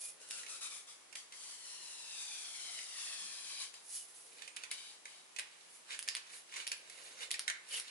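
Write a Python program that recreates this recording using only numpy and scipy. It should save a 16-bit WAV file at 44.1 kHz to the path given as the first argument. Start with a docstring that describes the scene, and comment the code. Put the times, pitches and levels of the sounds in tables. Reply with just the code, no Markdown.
"""A tape-wrapped paper tube slides along a rod over a workbench, close to a stereo microphone.
The paper hisses as it rubs and makes the rod ring, lower and lower as the tube slides out.
Mostly in the second half, the loose tube scrapes and knocks on the rod and its tape snaps.
A hand grips the tube, brushes the tape and squeaks. A small, quiet workshop adds a short echo."""
import sys
import numpy as np
from scipy import signal
from scipy.fft import rfft, irfft, next_fast_len
from scipy.io import wavfile
from scipy.ndimage import map_coordinates

SR = 44100
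rng = np.random.default_rng(int(sys.argv[2]) if len(sys.argv) > 2 else 0)


def generate_wav(signal):
    """Clip the signal to [-1, 1] and save it as 16-bit WAV at the path in sys.argv[1]."""
    frames = np.transpose(np.atleast_2d(signal))
    scaled = np.clip(frames, -1, 1) * 32767
    pcm = np.round(scaled).astype(np.int16)
    wavfile.write(sys.argv[1], SR, pcm)


N = 348390
TIME = np.arange(N) / SR

# The tone of each sound. Each row: frequency in Hz, relative level in dB.
AIR_TONE = [(15, -56), (25, -47), (107, -20), (152, -17), (362, -6), (480, -7), (619, -5), (862, -4),
            (1260, -5), (1360, -5.5), (1550, -6), (1950, -5.5), (4630, -7.5), (11000, -7.5), (14300, -63),
            (22000, -120)]
TAPE_TONE = [(200, -38), (1000, -36.5), (2500, -20), (4000, -15), (5000, -11), (7500, -8.5), (9000, -6.5),
             (10000, 0), (11500, -5)]
TUBE_TONE = [(80, -32), (200, -22), (350, -28.5), (470, -6.5), (700, -18.5), (1050, -6.5), (1250, -9),
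             (1700, -2.5), (2300, 0.5), (2900, 1), (3300, -4), (3800, 0), (5000, -4), (7500, -5),
             (11000, -9)]
SNAP_TONE = [(100, -50), (400, -26), (1200, -16), (2200, -3.5), (3200, -4), (4800, 0.5), (6500, -5.5),
             (9000, -2.5), (11500, 2.5)]
PAPER_TONE = [(150, -43), (450, -22.5), (1000, -13), (2000, -9), (3500, -4), (5500, 0), (7500, 0.5),
              (10000, 2), (11500, -6)]
ROD_TONE = [(400, -33), (700, -9), (1100, -5), (1500, -8.5), (2000, -2.5), (3800, 3.5), (4800, 3.5),
            (6000, 1.5), (8000, -8), (11000, -18)]  # how well the rod passes its ringing to the air
# How alike the room's air sounds left and right. Each row: frequency in Hz, likeness from 0 to 1.
AIR_LIKENESS = [(50, 1), (200, 0.28), (500, 0), (2000, 0), (10000, 0)]
# The workshop's echo. Each row: frequency in Hz, seconds to fade by 60 dB.
ECHO_TIMES = [(200, 0.75), (2000, 0.42), (5000, 0.32), (11000, 0.17)]
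# The grip shifts. Each row: peak time in seconds, half length in seconds, pitch in Hz, level in dB.
GRIPS = [(.36, 0.47, 510, -74.5), (3.255, 0.057, 211, -75.5), (4.353, 0.16, 477, -75.5),
         (5.68, 0.064, 610, -81), (7.06, 0.29, 525, -71.5), (7.346, 0.13, 468, -76)]
# The hand brushes the tape. Each row: peak time in seconds, half length in seconds, level in dB.
BRUSHES = [(.05, 0.077, -45), (3.96, 0.072, -44.5), (4.2, 0.24, -57.5), (5.76, 0.067, -58),
           (6.37, 0.054, -55), (7.04, .12, -60), (7.762, 0.043, -41.5)]
# Skin squeaks on tape. Each row: start in seconds, length in seconds, first and last pitch in Hz,
# level in dB, wobble as a share of the pitch.
SQUEAKS = [(0, 0.13, 2424, 2460, -60, 0.0096), (3.928, 0.13, 2990, 2950, -62, 0.02),
           (4.42, 0.17, 7000, 6900, -73, .006), (4.47, 0.094, 8640, 8800, -64, .004),
           (6.698, 0.12, 10530, 10900, -59, 0.0082), (6.849, 0.42, 6760, 6320, -66.5, 0.016),
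           (7.697, 0.1, 2966, 2950, -43.5, 0.059)]
# The loose tube drags. Each row: peak time in seconds, half length in seconds, level in dB.
SCRAPES = [(4.42, .08, -59.5), (4.63, 0.059, -59.5), (5.58, 0.25, -69.5), (5.93, 0.037, -47.5),
           (6.12, 0.11, -60), (6.34, 0.071, -58.5), (6.588, 0.056, -47.5), (7.07, 0.26, -59.5),
           (7.228, 0.032, -47.5), (7.762, 0.058, -46.5), (7.885, 0.039, -55)]
# The rod knocks inside the tube. Each row: start in seconds, relative level in dB, ringing pitch in Hz,
# left side over right in dB.
KNOCKS = [(.385, -41.5, 2580, -2), (.431, -39.5, 2000, -4), (.463, -38, 2700, -4),
          (1.126, -41.5, 1980, -6.5), (1.153, -35, 2160, -1), (1.322, -39, 2020, 0),
          (2.788, -36.5, 2180, 0), (3.739, -41, 3150, 2), (4.42, -38, 2500, -8), (4.476, -38.5, 2330, -6),
          (4.566, -34, 2560, -4.5), (4.635, -32, 2320, -3), (4.7138, -31.5, 2440, 2.5),
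          (5.054, -36.5, 2210, -3), (5.362, -36.5, 2820, -10), (5.386, -28, 2240, -1),
          (6.076, -31.5, 1880, -7), (6.166, -31.5, 2730, 0), (6.667, -31.5, 2960, 0),
          (6.716, -25, 2720, -2.5), (6.898, -41.5, 2470, -6), (7.306, -32, 2220, -4),
          (7.34, -28.5, 2240, -1), (7.478, -24.5, 2020, -6.5), (7.499, -26, 1930, 1)]
# The tape snaps. Each row: start in seconds, relative level in dB.
SNAPS = [(.217, -41.5), (0.289, -38), (.3094, -25.5), (1.1565, -26), (4.564, -29), (4.714, -23.5),
         (5.3955, -22.5), (5.9912, -23), (6.0269, -30.5), (6.087, -18.5), (6.1509, -21), (6.6764, -23),
         (6.898, -39.5), (7.314, -17), (7.394, -20), (7.799, -26.5)]
# The rod's modes, its ways of bending and ringing. Each row: pitch as a multiple of mode 4, level in dB.
ROD_MODES = [(.24, -2), (.45, -3), (.695, 1), (1.0, .5), (1.32, -2), (1.69, -1), (2.05, -1), (2.47, -8)]
# Mode 4 falls as tube and rod together grow longer. 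Each row: time in seconds, pitch in Hz.
FOURTH_MODE_PITCH = [(0.2, 6350), (.85, 4950), (1.35, 4620), (2, 3940), (2.5, 3290), (3, 2710), (3.3, 2480),
                     (3.65, 2330), (7.9, 2150)]
# The point of contact moves and favours some modes. Each row: time in seconds, favoured mode number,
# dB lost for each mode away from it (a negative loss is a gain).
CONTACT = [(.3, 1.3, 14.5), (.9, 1.3, 5), (1.4, 3, -2.5), (1.9, 3.7, 0), (3, 2.6, 1), (3.35, 4, -1),
           (3.6, 6.2, 1), (4.8, 5.3, 4), (6, 4.5, -0.5)]
# One long pull of the tube along the rod. Each row: time in seconds, relative level in dB.
LONG_PULL = [(1.33, -53.5), (1.54, -50.5), (1.57, -57), (1.7, -52.5), (2.01, -53.5), (2.21, -48.5),
             (2.3, -50.5), (2.83, -50), (2.86, -54), (2.99, -47), (3.45, -51.5), (3.6, -49)]
# Short shoves of the tube. Each row: start in seconds, length in seconds, relative level in dB.
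SHOVES = [(0.197, .09, -59), (0.3, 0.11, -48.5), (0.477, 0.089, -49), (0.607, 0.056, -45.5),
          (0.698, 0.081, -51), (0.869, 0.051, -56), (1.153, 0.028, -52.5), (3.594, 0.038, -47.5),
          (3.735, 0.02, -56.5), (4.706, 0.016, -49), (4.77, .16, -56), (5.064, 0.13, -61.5)]

TUBE_LAG = 19.05  # the left microphone hears the loose tube this many samples before the right


def amp(db):
    """Turn decibels into a number to multiply by."""
    return 10 ** (np.asarray(db) / 20)


def unit(x):
    """Scale a sound to an average power of 1."""
    return x / np.sqrt(np.mean(x ** 2) + 1e-20)


def along(points, hz):
    """Read between the rows of a (Hz, value) table, on a log frequency scale."""
    row_hz, values = np.transpose(points)
    return np.interp(np.log(hz + 1), np.log(row_hz + 1), values)


def wobble(rate, size=N):
    """A smooth curve through `rate` random points a second."""
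    points = rng.standard_normal(int(size * rate / SR) + 4)
    return map_coordinates(points, [np.arange(size) * rate / SR])


def filtered(x, response):
    """Multiply each frequency in x by response(hz)."""
    n = x.shape[-1]
    padded = next_fast_len(n + 8192)
    return irfft(rfft(x, padded) * response(np.fft.rfftfreq(padded, 1 / SR)), padded)[..., :n]


def coloured(x, tone):
    """Shape x with a tone table, at an average power of 1."""
    return unit(filtered(x, lambda hz: amp(along(tone, hz))))


def noise_band(shape, hz, width_hz, steepness=2):
    """Noise gathered around one pitch."""
    noise = rng.standard_normal(shape)
    return unit(filtered(noise, lambda f: 1 / (1 + ((f - hz) / width_hz) ** steepness)))


def fade(t, t60):
    """A fade that drops 60 dB in t60 seconds."""
    return np.exp(-np.log(1000) * t / max(t60, 1e-4))


def add(track, start, sound):
    """Lay a sound into a track, `start` seconds in."""
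    part = track[..., max(round(start * SR), 0):][..., :sound.shape[-1]]
    part += sound[..., :part.shape[-1]]


def friction(grain_db, judder_db, judder_rate):
    """Countless tiny slips of uneven size, bunched by the judder of the hand."""
    return rng.standard_normal(N) * amp(grain_db * wobble(1500) + judder_db * wobble(judder_rate))


def swells(strokes):
    """Loudness of a series of strokes: each builds up more slowly than it stops."""
    gain = np.zeros(N)
    for peak, half_length, db in strokes:
        t = (TIME - peak) / half_length
        gain += amp(db) * np.exp(-np.abs(t / np.where(t < 0, 1.125, 0.74)) ** 1.71)
    return gain


def microphones(x, echo, pan_db, lag):
    """A sound plus its echo in stereo: the left is pan_db louder and hears x `lag` samples sooner."""
    direct = filtered(x, lambda hz: np.exp(1j * np.pi * hz / SR * lag * np.array([[1], [-1]])))
    return (direct + echo) * amp([[pan_db / 2], [-pan_db / 2]])


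def hit_in_room(x, pan_db, lag, room_db, bench_db):
    """A short sound scatters quickly off the bench, then dies away in the room."""
    hz, t, noise = signal.stft(rng.standard_normal((2, SR // 3)), SR, nperseg=256)
    decay = np.exp(-np.log(1000) * t / along(ECHO_TIMES, hz)[:, None])
    tail = signal.istft(noise * decay, SR, nperseg=256)[1]
    t = np.arange(tail.shape[1]) / SR
    scatter = rng.standard_normal(tail.shape) * fade(t, 0.088) * (t > .0012)
    tail *= t > .005
    room = amp(room_db) * tail / np.linalg.norm(tail[0])
    bench = amp(bench_db) * scatter / np.linalg.norm(scatter[0])
    echo = signal.fftconvolve(x[None], room + bench, axes=1)[:, :len(x)]
    return microphones(x, echo, pan_db, lag)


def rub_in_room(x, pan_db, lag, room_db, t60):
    """A rubbing source keeps shifting, so its echo is a soft wash that follows its tone."""
    spectrum = signal.stft(x, SR, nperseg=512)[2]
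    keep = fade(256 / SR, t60) ** 2  # share of the energy left after each step
    energy = signal.lfilter([1 - keep], [1, -keep], np.abs(spectrum) ** 2)
    noise = signal.stft(rng.standard_normal((2, N)), SR, nperseg=512)[2]
    wash = np.std(x) * unit(signal.istft(noise * np.sqrt(energy), SR, nperseg=512)[1][:, :N])
    return microphones(x, amp(room_db) * wash, pan_db, lag)


def rod_bending(x, width_hz, valley_db):
    """Pass x through the rod's modes, which fall in pitch as the tube slides out."""
    hz, t, spectrum = signal.stft(x, SR, nperseg=1024)
    fourth_hz = np.interp(t, *np.transpose(FOURTH_MODE_PITCH))
    times, *columns = np.transpose(CONTACT)
    favoured, loss_db = (np.interp(t, times, column) for column in columns)
    weights = amp([-loss_db * np.abs(i + 1 - favoured) for i in range(len(ROD_MODES))])
    weights /= np.sqrt(np.mean(weights ** 2, axis=0))  # the modes share the rubbing power
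    modes = 0
    for (ratio, db), weight in zip(ROD_MODES, weights):
        centre = ratio * fourth_hz
        width = width_hz * np.sqrt(centre / 3000)  # higher modes are damped more
        modes += amp(db) * weight / (1 + ((hz[:, None] - centre) / width) ** 2)
    return signal.istft(spectrum * (modes + amp(valley_db)), SR, nperseg=1024)[1][:N]


def room_air():
    """Faint, steady air with a low, fuzzy hum."""
    def spread(hz):
        angle = np.arccos(np.clip(along(AIR_LIKENESS, hz), -1, 1)) / 2
        return np.array([np.cos(angle), np.sin(angle)])

    mid, side = filtered(coloured(rng.standard_normal((2, N)), AIR_TONE), spread)
    air = amp(-61) * unit(np.array([mid + side, mid - side]))
    low_hum = amp(-91) * noise_band((2, N), hz=171, width_hz=7.4)
    high_hum = amp(-84.5) * noise_band((2, N), hz=471, width_hz=35)
    return air + low_hum + high_hum


def gripping():
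    """Soft skin stirs only the tube's low tones, giving a hollow rub."""
    out = np.zeros(N)
    for peak, half_length, hz, db in GRIPS:
        body = noise_band(N, hz, width_hz=0.24 * hz)
        out += amp(db) * body * np.exp(-((TIME - peak) / half_length) ** 2)
    return rub_in_room(out, pan_db=-0.5, lag=0, room_db=-2.5, t60=0.15)


def brushing():
    """The hand slips over the glossy tape with a thin, high hiss."""
    hiss = coloured(friction(grain_db=2.5, judder_db=2.1, judder_rate=66), TAPE_TONE)
    gain = swells(BRUSHES) + amp(-12.5) * swells(SCRAPES)  # scraping also rubs the tape
    return rub_in_room(gain * hiss, pan_db=-1.5, lag=0, room_db=3, t60=0.13)


def squeaking():
    """Skin sticks and slips fast enough to give short, unsteady whistles."""
    out = np.zeros(N)
    for start, length, first_hz, last_hz, db, waver in SQUEAKS:
        n = int(length * SR)
        pitch = np.linspace(first_hz, last_hz, n) * (1 + waver * wobble(696, size=n))
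        whistle = np.sin(2 * np.pi * np.cumsum(pitch) / SR)
        add(out, start, amp(db) * np.hanning(n) ** .5 * whistle)
    return rub_in_room(out, pan_db=1.5, lag=0, room_db=-4.5, t60=0.17)


def scraping():
    """The loose tube drags on the rod in coarse slips that sound its hollow body."""
    slips = friction(grain_db=5.5, judder_db=1.5, judder_rate=80)
    rasp = coloured(rod_bending(slips, width_hz=110, valley_db=6), TUBE_TONE)
    gain = swells(SCRAPES) + amp(-25) * swells(BRUSHES)  # brushing also stirs the rod
    return rub_in_room(gain * rasp, pan_db=-3, lag=TUBE_LAG, room_db=3, t60=0.2)


def knocking():
    """Each knock is a brief chatter in the tube, then a cluster of close rod modes rings on."""
    out, t = np.zeros((2, N)), np.arange(SR // 3) / SR
    bass_cut = signal.butter(2, 420, "high", fs=SR, output="sos")  # too light to thud
    attack = (1 - fade(t, 0.007)) ** 2
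    for start, db, ring_hz, pan_db in KNOCKS:
        crackle_db = -6.5 + 0.09 * (db + 33)  # harder knocks crackle more
        ring_db = -16 - 5 * np.log2(ring_hz / 2300)  # lower modes ring more strongly
        body = coloured(rng.standard_normal(len(t)), TUBE_TONE)
        crackle = amp(crackle_db) * coloured(rng.standard_normal(len(t)), PAPER_TONE)
        chatter = (body + crackle) * fade(t, 0.023)
        ring = amp(ring_db) * noise_band(len(t), ring_hz, width_hz=380, steepness=4) * fade(t, 0.082)
        knock = signal.sosfilt(bass_cut, amp(db + 1.5) * (chatter + ring) * attack)
        add(out, start, hit_in_room(knock, pan_db, lag=TUBE_LAG, room_db=-7, bench_db=-5))
    return out


def snapping():
    """The tight tape lets go in one sharp crack, trailed by a tiny crinkle."""
    out, t = np.zeros((2, N)), np.arange(SR // 3) / SR
    for start, db in SNAPS:
        click = t == 0
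        crinkle = amp(-12) * rng.standard_normal(len(t)) * fade(t, .0045)
        crack = coloured(np.roll(click + crinkle, 20), SNAP_TONE)
        crack *= amp(db + 14.5) / np.linalg.norm(crack)
        add(out, start, hit_in_room(crack, pan_db=-2.5, lag=0, room_db=-5, bench_db=-5))
    return out


def push(start, length, attack_s=0.0039, release_s=0.031):
    """Loudness of one slide: the paper breaks loose quickly, keeps moving, then coasts to rest."""
    t = np.maximum(TIME - start, 0)
    return (1 - np.exp(-t / attack_s)) * np.exp(-np.maximum(t - length, 0) / release_s)


def sliding_gain():
    """Loudness of paper on rod: the long pull and the short shoves add up in power."""
    times, pull_db = np.transpose(LONG_PULL)
    pull = amp(np.interp(TIME, times, pull_db) - 1) * push(times[0], times[-1] - times[0])
    power = pull ** 2
    for start, length, db in SHOVES:
        sag_db = 20 * np.maximum(TIME - start, 0)  # a shove tires by 20 dB a second
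        power += (amp(db - sag_db) * push(start, length)) ** 2
    return np.sqrt(power)


def sliding():
    """Paper rubs along the rod: a bright hiss, and the rod's hollow, falling ring."""
    slips = friction(grain_db=1, judder_db=1.5, judder_rate=70)
    ring = coloured(rod_bending(slips, width_hz=140, valley_db=-35), ROD_TONE)
    hiss = coloured(friction(grain_db=1.5, judder_db=1.23, judder_rate=36), PAPER_TONE)
    rub = sliding_gain() * (hiss + amp(-3) * ring)
    return rub_in_room(rub, pan_db=2.5, lag=3.66, room_db=1.5, t60=0.28)


def scene():
    """The tube, the hand and the room, heard together."""
    rubs = sliding() + brushing() + scraping() + squeaking()
    return rubs + knocking() + snapping() + gripping() + room_air()


def record(dry):
    """Cut away the treble above about 11 kHz."""
    return filtered(dry, lambda hz: 1 / np.sqrt(1 + (hz / 11080) ** 220))


dry = scene()
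out = record(dry)
generate_wav(out)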